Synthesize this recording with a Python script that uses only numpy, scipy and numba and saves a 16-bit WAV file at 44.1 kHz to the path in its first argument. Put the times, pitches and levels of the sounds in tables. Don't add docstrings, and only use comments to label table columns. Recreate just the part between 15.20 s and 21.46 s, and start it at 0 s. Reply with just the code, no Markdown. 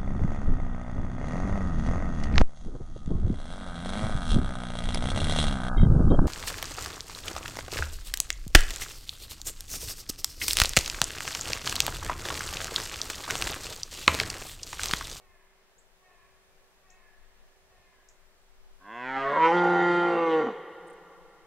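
import sys
import numpy as np
from scipy import signal
from scipy.fft import rfft, irfft
from scipy.io import wavfile
from scipy.ndimage import uniform_filter1d
from numba import njit

SR = 44100
rng = np.random.default_rng(int(sys.argv[2]) if len(sys.argv) > 2 else 0)


def natural_amplitude(level_db):
    exponent = np.asarray(level_db, float) / 20
    return 10 ** exponent


def master_out(mix):
    frames = np.transpose(np.atleast_2d(mix))
    ceiling = np.clip(frames, -1, 1)
    pcm = np.round(ceiling * 32767).astype(np.int16)
    wavfile.write(sys.argv[1], SR, pcm)


N = 276116
T = np.arange(N) / SR

GAPE_S, GAPE_RISE_S = 4.295, 0.05
SLACK_S = 5.22


def on_log(table, hz):
    f, v = np.transpose(table)
    return np.interp(np.log(np.maximum(hz, 1)), np.log(f), v)


def curves(rows):
    s, *columns = np.transpose(rows)
    return [np.interp(T, s, c) for c in columns]


def colour(x, table):
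    gain_db = on_log(table, np.fft.rfftfreq(x.shape[-1], 1 / SR))
    return irfft(rfft(x) * natural_amplitude(gain_db), x.shape[-1])


def ramp(s, length):
    return np.clip((T - s) / max(length, 1e-3), 0, 1)


def bump(s, length):
    return np.exp(-((T - s) / length) ** 2)


def walk(rate):
    k = int(SR / rate)
    held = np.repeat(rng.standard_normal(N // k + 1), k)
    return 1.3 * uniform_filter1d(uniform_filter1d(held, k), k)[:N]


@njit
def svf(x, hz, width):
    y, b, l = np.empty(len(x)), 0., 0.
    for i in range(len(x)):
        g, k = np.tan(np.pi * hz[i] / SR), width[i] / hz[i]
        v = (b + g * (x[i] - l)) / (1 + g * (g + k))
        b, l, y[i] = 2 * v - b, l + 2 * g * v, k * v
    return y


def band(x, hz, width):
    hz, width = np.clip(hz + 0 * T, 15, .45 * SR), width + 0 * T
    return svf(svf(x + 1e-18, hz, width), hz, 2.12 * width)


def clicks(at, size):
    i, pulses = at.astype(int), np.zeros(N)
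    np.add.at(pulses, i, size * (1 - at + i))
    np.add.at(pulses, i + 1, size * (at - i))
    return pulses


def air():
    # centre in Hz, level in dB per Hz.
    air_colour = [(20, 4.5), (40, -19), (70, -14.5), (120, -24.5), (190, -19.5), (290, -28.5), (400, -19.5),
                  (600, -18), (1000, -22), (1700, -24), (2500, -27.5), (5000, -33), (9000, -36.5),
                  (15600, -36.5)]
    # frequency in Hz, side minus mid in dB.
    air_width = [(60, -1.5), (110, -4.5), (200, -7), (380, -8.5), (700, -7), (1290, -3), (2380, 0.5),
                 (4400, 2.5), (8120, 4), (15000, 1)]
    # frequency in Hz, level in dB.
    hum_lines = [(382.2, -76), (613.7, -84)]
    out, swell = 0, walk(0.88)
    for hz in 22 * 2 ** np.arange(0, 9.6, .5):
        flicker_db = 1.0 + 1.2 * (hz < 500) + 2.7 * (hz < 100)
        gain = natural_amplitude(0.27 * swell + flicker_db * walk(6))
        pair = [svf(rng.standard_normal(N), hz + 0 * T, hz / 1.95 + 0 * T) for _ in range(2)]
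        out = out + gain * np.array(pair)
    mid = colour(out[0], air_colour)
    side = colour(colour(out[1], air_colour), air_width)
    side += colour(mid, [(30, -5.5), (70, -7.0), (150, -46)])
    scale = natural_amplitude(-62.5) / np.sqrt(np.mean(mid ** 2))
    hum = 0
    for hz, db in hum_lines:
        phase = 2 * np.pi * np.cumsum(hz + 1.5 * walk(7.8)) / SR
        hum = hum + np.sqrt(2) * natural_amplitude(db + 1.3 * walk(4)) * np.sin(phase)
    return np.array([scale * mid + hum, scale * side])


def wood(x, far_db, near_db, near_t60, blur=0.82):
    # frequency in Hz, decay time (T60) in s.
    decay = [(150, 3.34), (500, 2.93), (1800, 3.88), (6000, 0.96)]
    # frequency in Hz, level in dB.
    trunk_colour = [(110, -21), (175, 4.5), (260, -13.5), (340, -0.5), (450, 2), (900, 0), (2200, 5.5),
                    (6000, 12)]
    # frequency in Hz, side minus mid in dB.
    spread = [(150, -40.5), (600, -20.5), (1500, -10.5), (4000, -11), (9000, -6.5)]
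    t, tail = T[:3 * SR], 0
    for hz in 90 * 2 ** np.arange(0, 7.1):
        far = natural_amplitude(far_db - 60 * t / on_log(decay, hz)) * np.clip(t / 0.047, 0, 1)
        near = natural_amplitude(near_db + 10 - 60 * t / near_t60) * (t > .004)
        octave = signal.butter(2, [hz / np.sqrt(2), hz * np.sqrt(2)], "band", fs=SR, output="sos")
        noise = signal.sosfilt(octave, rng.standard_normal((2, len(t))))
        tail = tail + noise * (far + near) / np.sqrt(.2 * SR)
    blurred = colour(x * (1.3 - blur + blur * walk(130)), trunk_colour)
    mid, side = signal.fftconvolve(blurred[None], tail, axes=1)[:, :N]
    return np.array([mid, colour(side, spread)])


def cricket():
    # start in seconds, length in seconds, level in dB.
    buzzes = [
        (5.67, 0.018, -66.5),
        (5.699, 0.012, -66.5),
        (5.729, 0.013, -69),
    ]
    teeth = np.exp(-((T * 330) % 1) / 0.47) * rng.standard_normal(N)
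    wing = band(teeth, 8700, 2200)
    gate = sum(natural_amplitude(db) * (T > s) * (T < s + length) for s, length, db in buzzes)
    return wing / np.sqrt(np.mean(wing ** 2)) * gate


def bird():
    # start in seconds, first pitch in Hz, last pitch in Hz, length in seconds, level in dB.
    flicks = [
        (.58, 6200, 8240, 0.016, -58),
        (1.701, 5000, 7900, 0.0071, -53),
        (2.8864, 5000, 8050, .0055, -50.5),
    ]
    out = np.zeros(N)
    for s, from_hz, to_hz, length, db in flicks:
        u = np.clip((T - s) / length, 0, 1)
        phase = 2 * np.pi * np.cumsum(to_hz + (from_hz - to_hz) * (1 - u) ** 1.2) / SR
        swell = np.sqrt(np.sin(np.pi * u) + 1e-12) * (u > 0) * (u < 1)
        out += natural_amplitude(db) * np.sin(phase) * swell
    return out


def crow():
    # start in seconds, length in seconds, first pitch in Hz, last pitch in Hz, level in dB.
    calls = [
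        (-.03, 0.29, 378.3, 326.7, -68.5),
        (0.803, .3, 376.8, 326.2, -67.5),
        (1.611, 0.29, 380.8, 330, -67.5),
        (2.489, 0.33, 375.3, 323.6, -69),
    ]
    # multiple of the pitch, level in dB.
    harmonics = [(2, -2), (3, 1.5), (4, -20.5), (5, -1), (6, -3.5), (7, -6.5)]
    beak_hz, beak_width_hz, beak_db = 1590, 174, 7
    out = np.zeros(N)
    for s, length, from_hz, to_hz, db in calls:
        u = np.clip((T - s) / length, 0, 1)
        hz = from_hz + (to_hz - from_hz) * u
        phase = 2 * np.pi * np.cumsum(hz * (1 + .012 * walk(90))) / SR
        call = 0
        for k, g in harmonics:
            beak = beak_db * np.exp(-((k * hz - beak_hz) / beak_width_hz) ** 2)
            fade_db = 4.7 * (k < 3.5) * (.5 - u)
            call = call + natural_amplitude(g + beak + 3.2 * walk(40.22) + fade_db) * np.sin(k * phase)
        out += natural_amplitude(db) * call * np.clip(u / 0.1, 0, 1) * (1 - u) ** 0.25
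    return out


def unevenness():
    # start in seconds, length in seconds, then from 0 to 1 the roughness,
    # the every-second-pulse pattern and the every-third-pulse pattern.
    spells = [
        (3.5, .14, .2, 0, 0),
        (4.1, .09, .27, .15, 0),
        (4.31, .33, .1, 0, 0),
        (4.43, .07, 0, 0, .4),
        (4.52, .12, 0, .3, 0),
        (4.84, .13, .03, 0, .27),
        (4.95, .05, .14, 0, 0),
        (5.215, .2, .5, 0, 0),
    ]
    edge_s = .05
    total = 0
    for s, length, *row in spells:
        gate = ramp(s - edge_s / 2, edge_s) - ramp(s + length - edge_s / 2, edge_s)
        total = total + np.outer(row, gate)
    rough, second, third = total
    return .03 + rough, second, third


def folds(hz):
    rough, second, third = unevenness()
    phase = np.cumsum(hz) / SR
    k = np.arange(1, int(phase[-1]) - 1)
    chance = np.clip(rng.standard_normal((2000, 2))[:len(k)].T, -2, 2)
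    at = np.interp(k, phase, np.arange(N))
    i = at.astype(int)
    pattern = second[i] * (-1.) ** k + third[i] * np.cos(2 * np.pi * k / 3)
    size = (1 + pattern) * natural_amplitude(9 * rough[i] * chance[0])
    slip = (.12 * pattern + .14 * rough[i] * chance[1]) * SR / hz[i]
    breath = rng.standard_normal(N) * (0.61 + np.exp(-(phase % 1) / 1.4))
    share = np.clip(rough[i] * 2, .15, 1)
    steady = clicks(np.clip(at + share * slip, 0, N - 2), 1 + share * (size - 1))
    uneven = clicks(np.clip(at + slip, 0, N - 2), size) + (0.0014 + 0.046 * rough) * breath
    return steady, uneven, breath


def roar_pitch():
    # time in seconds, pitch in Hz.
    glide = [(3.59, 85), (3.75, 118.5), (3.9, 132.1), (4.094, 139.4), (4.18, 158.7), (4.34, 176.1),
             (4.9, 173.8), (5.205, 156.3), (5.351, 80.16)]
    held_s, held_length_s, held_hz = 4.2, 0.1102, 4.94
    hz, = curves(glide)
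    held = ramp(held_s, held_length_s) - ramp(held_s + held_length_s, 0.016)
    return uniform_filter1d(hz, int(0.041 * SR)) - held_hz * held


def throat():
    # time in seconds, larynx drop from 0 to 1.
    larynx = [(3.6, 0.05), (3.8, .08), (3.96, 0.48), (4.1, 0.83), (4.24, 0.98), (4.9, 1.01), (5.35, 1.05)]
    # Hz with the larynx up, Hz with it down, last step at the gape in Hz.
    reach = [(275, 330.8, 3), (1108, 500, -9), (1613, 942.4, -135), (2107, 1310, -120), (2734, 1450, -27)]
    drop, = curves(larynx)
    gape_step = ramp(GAPE_S - .045, GAPE_RISE_S + .02)
    centres = [up_hz + (down_hz - up_hz) * drop + step_hz * gape_step for up_hz, down_hz, step_hz in reach]
    gulp_hz = 120 * bump(4.09, 0.087)
    slack_hz = 1300 * np.maximum(T - SLACK_S, 0)
    centres[0] = np.maximum(centres[0] + gulp_hz - slack_hz, 200)
    loose_up, loose_down = 2.7, 1.052
    loose = loose_down + (loose_up - loose_down) * bump(3.79, 0.18)
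    return centres, loose


def gape():
    # dB before the gape, dB wide open, dB after, opens early by seconds.
    shares = [
        (-3.5, 5.5, -3.5, 0),
        (-3.5, 4, -10, 0.34),
        (-4.5, 8.5, -5.5, 0),
        (-2, 3.5, -6, 0),
    ]
    shut = ramp(4.82, 0.16)
    layers = []
    for before_db, open_db, after_db, early in shares:
        opening = ramp(GAPE_S - early, GAPE_RISE_S + early / 2)
        layers.append(before_db + (open_db - before_db) * opening + (after_db - open_db) * shut)
    chest_db, throat_db, mouth_db, rasp_db = layers
    slack_db = 61.5 * np.clip(T - SLACK_S, 0, .15)
    chest_db = chest_db + slack_db - 6 * bump(4.2, 0.081)
    return chest_db, throat_db + 1.5 * slack_db, mouth_db, rasp_db


def throat_rings(steady, uneven, centres, loose):
    # width in Hz, level in dB.
    ring_shapes = [(85, 2.5), (44.7, 7), (82, 6), (51.5, -1.5), (53, 1.5)]
    drive = [steady, uneven, uneven, uneven, steady]
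    rings = []
    for k, (w, g) in enumerate(ring_shapes):
        rings.append((-1) ** k * natural_amplitude(g) * band(drive[k], centres[k], w * loose))
    return rings


def mouth_and_nose(steady, stretch, loose):
    # centre in Hz, width in Hz, level in dB.
    cavities = [(1879, 170, -6.5), (2144, 36, -6), (2482, 100, -25.5), (2743, 39, -14), (3083, 100, -18)]
    out = 0
    for k, (f, w, g) in enumerate(cavities):
        gain = (-1) ** k * natural_amplitude(g + 4.2 * walk(9)) * loose ** (k / 2 - 1.5)
        out = out + gain * band(steady, f * stretch, w * loose)
    return out


def breathy_top(steady, uneven, breath, stretch, loose):
    # centre in Hz, width in Hz, level in dB.
    airy = [(3614, 420, -1.5), (4240, 130, -10), (4615, 180, -8), (5240, 300, -24), (5990, 370, -12),
            (6910, 230, -19.5), (7700, 340, -21), (8600, 400, -31.5), (9600, 450, -26.5)]
    # time in seconds, length in seconds, centre in Hz, width in Hz, level in dB.
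    flares = [
        (3.877, .1, 1250, 350, -7.5),
        (3.918, 0.096, 3880, 600, -26),
        (3.995, 0.054, 2570, 493, -9),
        (4.096, .04, 3190, 499.6, -15.5),
        (4.246, 0.049, 2270, 297, -4),
        (4.27, 0.054, 5300, 502, -28.5),
        (4.383, 0.021, 3250, 502, -14),
        (5.119, 0.031, 2950, 349, -8),
    ]
    hiss = .4 * loose ** 2 * uneven + .1 * breath / loose ** 2
    out = 0
    for k, (f, w, g) in enumerate(airy):
        gain = (-1) ** k * natural_amplitude(-30.5 + g + 2.7 * walk(14))
        out = out + gain * band(hiss, f * stretch, w * loose)
    for s, length, f, w, g in flares:
        out += natural_amplitude(g) * bump(s, length) * band(steady, f, w)
    return out


def stag():
    # time in seconds, level in dB.
    effort = [(3.59, -72), (3.615, -58), (3.7, -43), (3.9, -33), (4.18, -24.5), (4.45, -21.5),
              (4.95, -24.5), (5.2, -22.5), (5.34, -37)]
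    # time in seconds, length in seconds, change in dB.
    surges = [
        (3.974, 0.013, 2.5),
        (4.247, 0.052, 7),
        (5.23, 0.019, -3),
        (5.271, 0.0055, 5.5),
        (5.273, 0.013, -5),
    ]
    # centre in Hz, width in
    # Hz, level in dB.
    fixed_ringing = [(555, 530, -11), (706, 38.5, -6), (952, 100, -8.5)]
    # time in seconds, centre in Hz, depth from 0 to 1.
    nose = [(4.2, 1700, 0), (4.4, 1620, .9), (4.95, 1600, .9), (5.1, 1680, .9), (5.36, 1680, .7)]
    start_s, end_s = effort[0][0], effort[-1][0]
    db, = curves(effort)
    db = db + sum(heave_db * bump(s, length) for s, length, heave_db in surges)
    hz = roar_pitch()
    chest_db, throat_db, mouth_db, rasp_db = gape()
    asleep_db = -16 * (1 - ramp(start_s, .17))
    rasp_db = rasp_db + asleep_db
    centres, loose = throat()
    steady, uneven, breath = folds(hz)
    rings = throat_rings(steady, uneven, centres, loose)
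    stretch = (centres[-1] / 1420) ** .15
    upper = mouth_and_nose(steady, stretch, loose)
    top = breathy_top(steady, uneven, breath, stretch, loose)
    voice = natural_amplitude(mouth_db) * (natural_amplitude(-8) * band(steady, hz, 40) + natural_amplitude(asleep_db) * rings[4])
    voice += natural_amplitude(chest_db) * rings[0] + rings[1]
    voice += natural_amplitude(throat_db) * rings[2] + natural_amplitude(asleep_db) * rings[3]
    voice += loose * sum(natural_amplitude(g) * band(steady, f, w) for f, w, g in fixed_ringing)
    voice -= natural_amplitude(rasp_db) * upper
    nose_hz, depth = curves(nose)
    voice -= depth * svf(voice, nose_hz, 130 + 0 * T)
    voice += natural_amplitude(-2.0) * band(uneven - steady, 235, 55)
    voice = colour(voice, [(80, -20), (125, 0), (3300, 0), (4200, -14), (8000, -30)])
    voice += natural_amplitude(rasp_db) * colour(top, [(9500, -2), (11000, -28.5)])
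    voice /= np.sqrt(uniform_filter1d(voice ** 2, size=3000) + 1e-12)
    gate = np.clip((T - start_s) / 0.016, 0, 1) * np.clip((end_s - T) / 0.035, 0, 1)
    return voice * natural_amplitude(db) * gate


def scene():
    roar, far, small = stag(), crow(), bird()
    lean = -colour(roar, [(600, -31.5), (1500, -20), (3000, -19.5), (8000, -14.0)])
    to_trunks = roar - 0.35 * svf(roar, 1396 + 0 * T, 160 + 0 * T)
    mix = wood(to_trunks, far_db=-17, near_db=-20, near_t60=0.61)
    mix = mix + wood(far, far_db=-7.5, near_db=-14, near_t60=0.71, blur=0.67)
    mix = mix + wood(small, far_db=-39.0, near_db=-16, near_t60=.2, blur=0)
    mid, side = mix + air()
    mid += roar + small + cricket() + .6 * far
    side += lean + 0.22 * small
    return np.array([mid + side, mid - side])


def top_cut(x):
    return signal.sosfilt(signal.butter(12, 15680, fs=SR, output="sos"), x)


def record(dry):
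    rounded = np.tanh(1.6 * dry) / 1.6
    low_pass = signal.ellip(10, .2, 70, 15690, fs=SR, output="sos")
    return top_cut(signal.sosfilt(low_pass, rounded))


dry = scene()
out = record(dry)
master_out(out)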